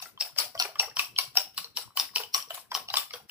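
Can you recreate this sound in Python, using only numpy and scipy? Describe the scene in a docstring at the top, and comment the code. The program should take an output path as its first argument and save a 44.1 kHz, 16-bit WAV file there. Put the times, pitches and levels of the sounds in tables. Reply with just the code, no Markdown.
"""In a kitchen, a fork beats eggs in a small hand-held ceramic bowl, about five strokes a second, close by.
Each touch knocks and scrapes, after a brief rise of bright noise: filtered noise and a sharp blow make
the damped bowl ring briefly. Trapped air pops as dying sines of rising pitch, and shaped noise makes the
egg slosh and the froth fizz. The room answers with near reflections and a noise tail.
Lumpy rumble, soft bumps and faint hiss lie below.
"""
import sys
import numpy as np
from scipy import signal
from scipy.fft import rfft, irfft, next_fast_len
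from scipy.io import wavfile
from scipy.ndimage import uniform_filter1d, map_coordinates

SR = 44100
rng = np.random.default_rng(int(sys.argv[2]) if len(sys.argv) > 2 else 0)


def file_out(sig):
    """Save sig as 16-bit WAV at sys.argv[1]."""
    # one column per channel
    cols = np.atleast_2d(sig).T
    # limit, then scale
    lim = np.clip(cols, -1, 1)
    pcm = np.round(lim * 32767).astype(np.int16)
    wavfile.write(sys.argv[1], SR, pcm)


N = 145530  # length in samples

# Tone colour of the rumble: (frequency [Hz], level [dB])
RUMBLE_COLOUR = [(15, -10), (25, 8), (43, 6.5), (103, 13), (257, 6), (500, 0.5), (1100, -22.5)]
RUMBLE_DB, RUMBLE_SHARED = -70, 0.26  # shared: how much of each side is added to the other
RUMBLE_LEFT_DB = 2  # left minus right, for rumble and bumps
RUMBLE_LUMPS_DB, RUMBLE_LUMPS_PER_S = 5, 42  # random swelling of the rumble
# Soft low bumps from handling: (time [s], level [dB], frequency [Hz])
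BUMPS = [(0.33, -55, 135), (0.459, -56.5, 116), (0.562, -52, 113), (0.788, -50.5, 86), (0.86, -48.5, 83.4),
         (0.97, -54, 127), (1.155, -55, 112), (1.276, -51, 126.3), (1.604, -57, 173), (1.855, -49, 122),
         (2.916, -54.5, 114),]
BUMP_S = 0.0068  # time for a bump to swell to its peak
# Tone colour of the faint hiss: (frequency [Hz], level [dB])
HISS_COLOUR = [(250, -20), (1000, 1), (3000, -4), (6000, -23), (15800, -34.5)]
HISS_DB = -75

# Dying away of the room's tail: (frequency [Hz], time to fall 60 dB [s])
ROOM_DECAY = [(200, 0.31), (530, 0.29), (1400, 0.3), (3700, 0.25), (9700, 0.28)]
# Likeness of the room's tail at left and right: (frequency [Hz], likeness [0 to 1])
ROOM_LIKENESS = [(200, 0.26), (700, 0.77), (1400, 0.054), (3000, 0)]
ROOM_DB, ROOM_BUILDS_S = -9, 0.0031  # the tail's strength and its time to build up
WALL_DB, WALL_S = -17, 0.014  # near reflections: strength of each and longest delay drawn

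# Egg slopping in the bowl: (frequency [Hz], level [dB])
SLOSH_COLOUR = [(250, -9.5), (450, -16.5), (800, -4.5), (1400, -6.5), (2200, -12.5), (4000, -42)]
SLOSH_DB, SLOSH_T60_S = 9.5, 0.07  # T60: time to fall 60 dB

# Tone colour of the fizzing froth: (frequency [Hz], level [dB])
FIZZ_COLOUR = [(3530, -16.5), (6000, -14.5), (6690, -12.5), (7740, -10.5), (9520, -16), (10800, -7.5),
               (12600, -14), (13600, -7.5), (14900, -10), (15800, 8)]
FIZZ_DB, TREBLE_RISE_S, FIZZ_S = 7, 0.005, 0.054
FIZZ_BURST_DB, FIZZ_BURST_T60_S = 3, 0.051
PATCH_DB = 5  # unevenness of the fizz in time and pitch

# Small bubbles that pop after a contact; the spread is of the natural log of pitch
FROTH_DB, FROTH_WAIT_S, FROTH_HZ, FROTH_SPREAD, FROTH_CYCLES = -27.5, 0.025, 950, 0.646, 13.5

# Trapped air: times and cycle counts are for a 60 dB fall
POCKET_DB, POCKET_T60_S, SMALL_DB, SMALL_CYCLES = 5, 0.037, 7.5, 41
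RISE = 0.0195  # pitch climbs by twice this share over the 60 dB fall
LINGER_DB, LINGER = -19, 4.06  # a faint second ring lasts this many times longer

# Ringing modes of the bowl with egg in it: (frequency [Hz], width [Hz], level [dB])
BOWL_MODES = [(696, 16, 1), (1143, 86, 2.5), (1215, 35, -20), (2250, 356, -4.5), (2586, 410, -0.5),
              (2980, 350, 1), (4105, 396, 1), (4276, 1210, 4.5), (4770, 328, 9.5), (5020, 450, 4),
              (5624, 217, 9.5)]
MODE_SCATTER, MODE_SCATTER_DB = 0.015, 2.5  # change from contact to contact: share of pitch, and level
MODE_SPLIT_HZ = 1500  # modes up to here follow the air pocket's strength, the rest the clink's
CLINK_DB, BLOW_DB = 3.5, 21.5
TOUCH_DB, TOUCH_T60_S = 3, 0.01  # a short grind after the blow
LEAD_IN_DB, LEAD_IN_S, LEAD_IN_ABOVE_HZ = 2, 0.0039, 4000  # faint bright noise rising just before each contact
CHATTER_DB, CHATTER_S, CHATTER_GRAIN_DB = -26, 0.053, 4.5  # tines scrape on over the glaze
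TICK_DB, TICK_WAIT_S = 6.5, 0.045  # stray tine ticks after a contact

# Fork contacts: (time [s], level [dB], air pocket [Hz], small pocket [Hz], pocket level [dB],
#                 small pocket level [dB], clink level [dB], fizz level [dB])
CONTACTS = [(0.002, -38, 1033, 3840, -10, -15, -11, -15.5),
            (0.024, -25, 736, 2640, -20, -20.5, -28.5, -12.5),
            (0.057, -35, 1350, 2005, -10, -15.5, -28, -36), (0.176, -44.5, 1040, 3170, -3.5, -3, -34, -48),
            (0.21, -16.5, 823, 2800, -26.5, -49, -11.5, -16.5),
            (0.251, -31, 475, 2680, -20, -21, -22, -12.5), (0.363, -25, 615, 3120, -19, -28, -28, -28),
            (0.387, -10, 1190, 3050, -27, -27, -13, -14), (0.401, -22, 950, 2860, -17.5, -32, -8.5, -8.5),
            (0.551, -29, 662, 1100, -5.5, -18, -18, -20), (0.577, -39.5, 790, 3100, -25, 0, -20, -30),
            (0.6, -10.5, 748, 1370, -19.5, -23.5, -13.5, -19.5),
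            (0.615, -25.5, 973, 2590, -10, -8, -30, -32), (0.651, -23, 403, 2340, -6.5, -18.5, -43, -18),
            (0.756, -28.5, 1172, 3070, -9.5, -20, -26.5, -28),
            (0.798, -10, 857, 2640, -21, -17.5, -15.5, -21), (0.829, -23, 790, 2000, -9.5, -14.5, -30, -21),
            (0.969, -26.5, 1042, 3110, -9, -5.5, -9, -10.5),
            (0.994, -16.5, 1119, 2625, -13.5, -4.5, -5.5, -9.5),
            (1.163, -32, 1150, 3120, -32, -1, -19, -39), (1.187, -15, 1064, 2226, -15.5, -15, -8, -13.5),
            (1.21, -42, 1070, 4480, -24, 0, -28, 0), (1.355, -25, 720, 2690, -12.5, -26, -19.5, -17.5),
            (1.372, -13, 777, 2560, -15, -28.5, -7, -14), (1.546, -52, 760, 2920, -33, -8, -26, -5),
            (1.579, -24, 1093, 2905, -12, -12, -8.5, -9.5), (1.644, -34, 456, 4170, -12.5, -1, -11.5, -27),
            (1.772, -15.5, 990, 2980, -25, -18, -11, -15.5),
            (1.973, -20.5, 1086, 2980, -11.5, -7, -13.5, -8.5),
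            (1.998, -15, 908, 3560, -21, -12.5, -7.5, -14), (2.136, -43.5, 1060, 3010, -9, -31, -32, -37),
            (2.16, -10.5, 987, 2980, -23.5, -13.5, -13, -21), (2.201, -28, 421, 2980, -4.5, -34, -28, -10),
            (2.236, -36, 466, 2956, -11.5, -0.5, -17, -26), (2.346, -16.5, 1101, 2970, -11, -26, -6.5, -10),
            (2.377, -25, 1118, 2970, -10.5, -26, -31, -14), (2.403, -37, 1146, 3120, -16, -4, -37, -14),
            (2.506, -19.5, 662, 2974, -14.5, -15, -36, -21), (2.546, -28, 685, 3230, -16, -20, -26, -7),
            (2.576, -31.5, 1048, 3620, -9.5, -25, -31, -16.5), (2.597, -46, 1080, 5370, -31, -3, -24, -29),
            (2.717, -21, 1003, 3180, -8, -17.5, -20, -27.5), (2.75, -17, 1086, 3030, -12.5, -12, -11, -15),
            (2.772, -29, 743, 3730, -8, -12, -37, -32), (2.887, -31.5, 707, 2870, -16, -7, -15, -24),
            (2.902, -28.5, 765, 3940, -10, -2.5, -12, -21), (2.94, -22, 1072, 3080, -6.5, -10, -7.5, -11.5),
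            (2.971, -14, 1150, 3450, -15.5, -6.5, -9.5, -12), (3.108, -40, 1237, 2144, -9, -5, -7.5, -21),
            (3.138, -20, 478, 3260, -13, -15.5, -19.5, -21), (3.2, -48, 768, 3840, -4.5, -34, -34, -13),
            (3.296, -28, 1560, 2870, -34, -15.5, -23.5, -18)]
LEFT_LAG_S, LAG_SCATTER_S = 0.0001, 0.00005  # how much later the direct sound is on the left
# Left-right balance of the beating: (frequency [Hz], left minus right [dB])
BALANCE = [(60, 13), (110, 9.5), (200, 4), (380, -1.5), (700, 1), (1290, 1.5), (2380, 1), (4400, 4),
           (8120, 7), (15000, 4.5)]
# Microphone colour near the bowl: (frequency [Hz], level [dB])
MICROPHONE_COLOUR = [(60, -57), (150, -22.5), (350, -12), (600, -1), (1500, 1.5), (1800, -0.5), (2500, 4),
                     (5700, 3.5), (6500, -6.5), (8000, -3.5)]

LOW_CUT_HZ, TOP_HZ = 57, 15650  # limits of the whole sound


def amp(db):
    """Turn decibels into gain."""
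    return 10 ** (np.asarray(db) / 20)


def unit(x):
    """Scale a sound to an rms (average strength) of 1."""
    return x / np.sqrt(np.mean(x ** 2) + 1e-20)


def along(points, hz):
    """Read a curve of (frequency, value) points along a log frequency axis."""
    f, v = np.transpose(points)
    return np.interp(np.log(hz + 1), np.log(f + 1), v)


def filtered(x, response):
    """Multiply the spectrum of a sound by a response that depends on frequency."""
    n = x.shape[-1]
    padded = next_fast_len(n + 2048)
    spectrum = rfft(x, padded) * response(np.fft.rfftfreq(padded, 1 / SR))
    return irfft(spectrum, padded)[..., :n]


def coloured(x, colour):
    """Shape a sound by a table of levels over frequency."""
    return filtered(x, lambda hz: amp(along(colour, hz)))


def stereo_noise(colour):
    """Steady coloured noise, drawn separately for left and right, with rms 1."""
    return unit(coloured(rng.standard_normal((2, N)), colour))


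def rumble(t):
    """Low noise whose level wanders smoothly between random knots."""
    knots = rng.standard_normal(int(N / SR * RUMBLE_LUMPS_PER_S) + 4)
    lumps_db = RUMBLE_LUMPS_DB * map_coordinates(knots, [t * RUMBLE_LUMPS_PER_S])
    pair = stereo_noise(RUMBLE_COLOUR)
    return amp(RUMBLE_DB + lumps_db) * (pair + RUMBLE_SHARED * pair[::-1])


def bumps(t):
    """Handling bumps: low sines that swell quickly and die away."""
    out = np.zeros((2, N))
    for start, db, hz in BUMPS:
        u = np.maximum(t - start, 0) / BUMP_S
        swell = np.e * u * np.exp(-u)
        phase = rng.normal(0, 1, (2, 1))
        out += amp(db) * swell * np.sin(2 * np.pi * hz * t + phase)
    return out


def background():
    """Rumble and bumps, tilted between left and right, over steady hiss."""
    t = np.arange(N) / SR
    tilt = amp([[RUMBLE_LEFT_DB / 2], [-RUMBLE_LEFT_DB / 2]])
    return tilt * (rumble(t) + bumps(t)) + amp(HISS_DB) * stereo_noise(HISS_COLOUR)


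def room_tail():
    """Stereo noise that dies at its own rate in each frequency band, like sound scattered in a room."""
    hz, t, z = signal.stft(rng.standard_normal((2, SR // 3)), SR, nperseg=256)
    # more of the shared middle makes the sides more alike
    turn = np.arccos(np.clip(along(ROOM_LIKENESS, hz), 0, 1))[:, None] / 2
    mid, side = z[0] * np.cos(turn), z[1] * np.sin(turn)
    decay = amp(-60 * t / along(ROOM_DECAY, hz)[:, None])
    tail = signal.istft(np.array([mid + side, mid - side]) * decay, SR, nperseg=256)[1]
    tail = tail * (1 - np.exp(-np.arange(tail.shape[1]) / (ROOM_BUILDS_S * SR)))
    return amp(ROOM_DB) * tail / np.linalg.norm(tail[0])


def room():
    """The room's answer to one click: six reflections from near surfaces, plus the tail."""
    tail = room_tail()
    walls = np.zeros_like(tail)
    delay = rng.uniform(0.15, 1, 6) * WALL_S * SR  # samples
    sign = rng.choice([-1, 1], 6)
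    for ear in walls:
        ear[(delay + rng.uniform(0, 8, 6)).astype(int)] = amp(WALL_DB) * sign
    return tail + walls


def slosh(t, grain):
    """Egg slopping: grainy noise that starts at the contact and dies away."""
    fade = (t >= 0) * amp(-60 * np.maximum(t, 0) / SLOSH_T60_S)
    return coloured(grain * fade * rng.standard_normal(len(t)), SLOSH_COLOUR)


def splashy(size):
    """Stereo noise with patches of random gain over time and pitch."""
    z = signal.stft(rng.standard_normal((2, size)), nperseg=128)[2]
    patches = uniform_filter1d(rng.standard_normal(z.shape[1:]), size=3, axis=0)
    patches = uniform_filter1d(patches, size=10, axis=1)
    return unit(signal.istft(z * amp(PATCH_DB * unit(patches)), nperseg=128)[1][:, :size])


def fizz(t, grain):
    """Fizzing froth: patchy noise that bursts and fades, after a short rise of treble noise."""
    after, before = np.maximum(t, 0), np.minimum(t, 0)
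    fade = np.sqrt(grain) * np.exp(-(after / FIZZ_S) ** 2)
    burst = amp(FIZZ_BURST_DB - 60 * after / FIZZ_BURST_T60_S)
    envelope = np.exp(before / TREBLE_RISE_S) * (fade + burst)
    return coloured(envelope * splashy(len(t)), FIZZ_COLOUR)


def pop(t, hz, cycles):
    """Trapped air: a sine of rising pitch that dies fast, with a fainter, longer ring."""
    u = np.maximum(t, 0) * hz  # cycles since the start
    wave = np.sin(2 * np.pi * u * (1 + RISE * u / cycles))
    fade = amp(-60 * u / cycles) + amp(LINGER_DB - 60 * u / cycles / LINGER)
    return wave * fade * (1 - np.exp(-u))


def froth(t):
    """Twenty small bubbles that pop at random moments after the contact."""
    wait, size_db = rng.exponential(FROTH_WAIT_S, 20), rng.exponential(2, 20)
    hz = FROTH_HZ * np.exp(FROTH_SPREAD * rng.standard_normal(20))
    return amp(size_db) @ pop(t - wait[:, None], hz[:, None], FROTH_CYCLES)


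def bowl_response(pocket_db, clink_db):
    """The bowl as a sum of damped resonances, each slightly varied for this contact."""
    modes = []
    for hz, width, db in BOWL_MODES:
        strength_db = clink_db if hz > MODE_SPLIT_HZ else pocket_db
        gain = amp(db + rng.normal(0, MODE_SCATTER_DB) + strength_db)
        modes.append((hz * rng.normal(1, MODE_SCATTER), width, gain))

    def response(f):
        total = 0
        for k, (centre, width, gain) in enumerate(modes):
            damping = 1j * f * width
            total = total + (-1) ** k * gain * damping / (centre ** 2 - f ** 2 + damping)
        return total
    return response


def tine_ticks(t):
    """Eight stray single-sample ticks, with a strength that tends to fall with time."""
    at = np.searchsorted(t, rng.exponential(TICK_WAIT_S, 8))
    strength = amp(TICK_DB + rng.exponential(3, 8))
    ticks = np.bincount(at, strength, len(t) + 1)[:len(t)]
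    return ticks * np.exp(-np.maximum(t, 0) / TICK_WAIT_S)


def clink(t, grain, pocket_db, clink_db):
    """Tines on glaze: blow, grind, scrape and ticks ring the bowl's resonances, after a bright lead-in."""
    bowl = bowl_response(pocket_db, clink_db)
    after, before = np.maximum(t, 0), np.minimum(t, 0)
    rise = (t < 0) * amp(LEAD_IN_DB) * np.exp(before / LEAD_IN_S)
    lead_in = rise * grain * rng.standard_normal(len(t))
    grind = amp(TOUCH_DB - 60 * after / TOUCH_T60_S)
    chatter = grain * amp(CHATTER_DB) * np.exp(-(after / CHATTER_S) ** 2)
    scrape = (t >= 0) * (grind + chatter) * rng.standard_normal(len(t))
    blow = amp(BLOW_DB) * (t == 0)
    ringing = filtered(scrape + tine_ticks(t) + blow, bowl)
    return ringing + filtered(lead_in, lambda f: bowl(f) * (f > LEAD_IN_ABOVE_HZ))


def contact(t, pocket_hz, small_hz, pocket_db, small_db, clink_db, fizz_db):
    """One touch of the fork in stereo; only the fizz differs by side, and t starts before the touch."""
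    # random roughness that holds for 64 samples at a time
    steps = np.repeat(rng.standard_normal(len(t) // 64 + 1), 64)[:len(t)]
    grain = amp(CHATTER_GRAIN_DB * steps)
    return (amp(SLOSH_DB + pocket_db) * slosh(t, grain)
            + amp(FIZZ_DB + fizz_db) * fizz(t, grain)
            + amp(FROTH_DB) * froth(t)
            + amp(POCKET_DB + pocket_db) * pop(t, pocket_hz, POCKET_T60_S * pocket_hz)
            + amp(SMALL_DB + small_db) * pop(t, small_hz, SMALL_CYCLES)
            + amp(CLINK_DB) * clink(t, grain, pocket_db, clink_db))


def beating():
    """All contacts, each heard directly and through its own random draw of the room."""
    lead = SR // 40  # samples kept before each contact, for the rising noise
    t = (np.arange(SR // 4) - lead) / SR
    out = np.zeros((2, N + SR))
    for start, db, *voice in CONTACTS:
        direct = amp(db) * contact(t, *voice)
        heard = signal.fftconvolve(direct, room(), axes=1)
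        lag = np.array([[rng.normal(LEFT_LAG_S, LAG_SCATTER_S)], [0]])
        heard[:, :len(t)] += filtered(direct, lambda hz: np.exp(-2j * np.pi * hz * lag))
        first = round(start * SR)
        out[:, first:first + heard.shape[1]] += heard
    half = np.array([[0.5], [-0.5]])  # half the balance to each side
    return filtered(out[:, lead:lead + N],
                    lambda hz: amp(along(MICROPHONE_COLOUR, hz) + half * along(BALANCE, hz)))


def scene():
    """Add the background and the beating in its room."""
    return background() + beating()


def record(dry):
    """Weaken the lowest bass and fade out everything above the top limit."""
    def response(hz):
        low_cut = hz ** 2 / (hz ** 2 + LOW_CUT_HZ ** 2)
        top_cut = np.clip((TOP_HZ - hz) / 400, 0, 1) ** 2
        return low_cut * top_cut
    return filtered(dry, response)


dry = scene()
out = record(dry)
file_out(out)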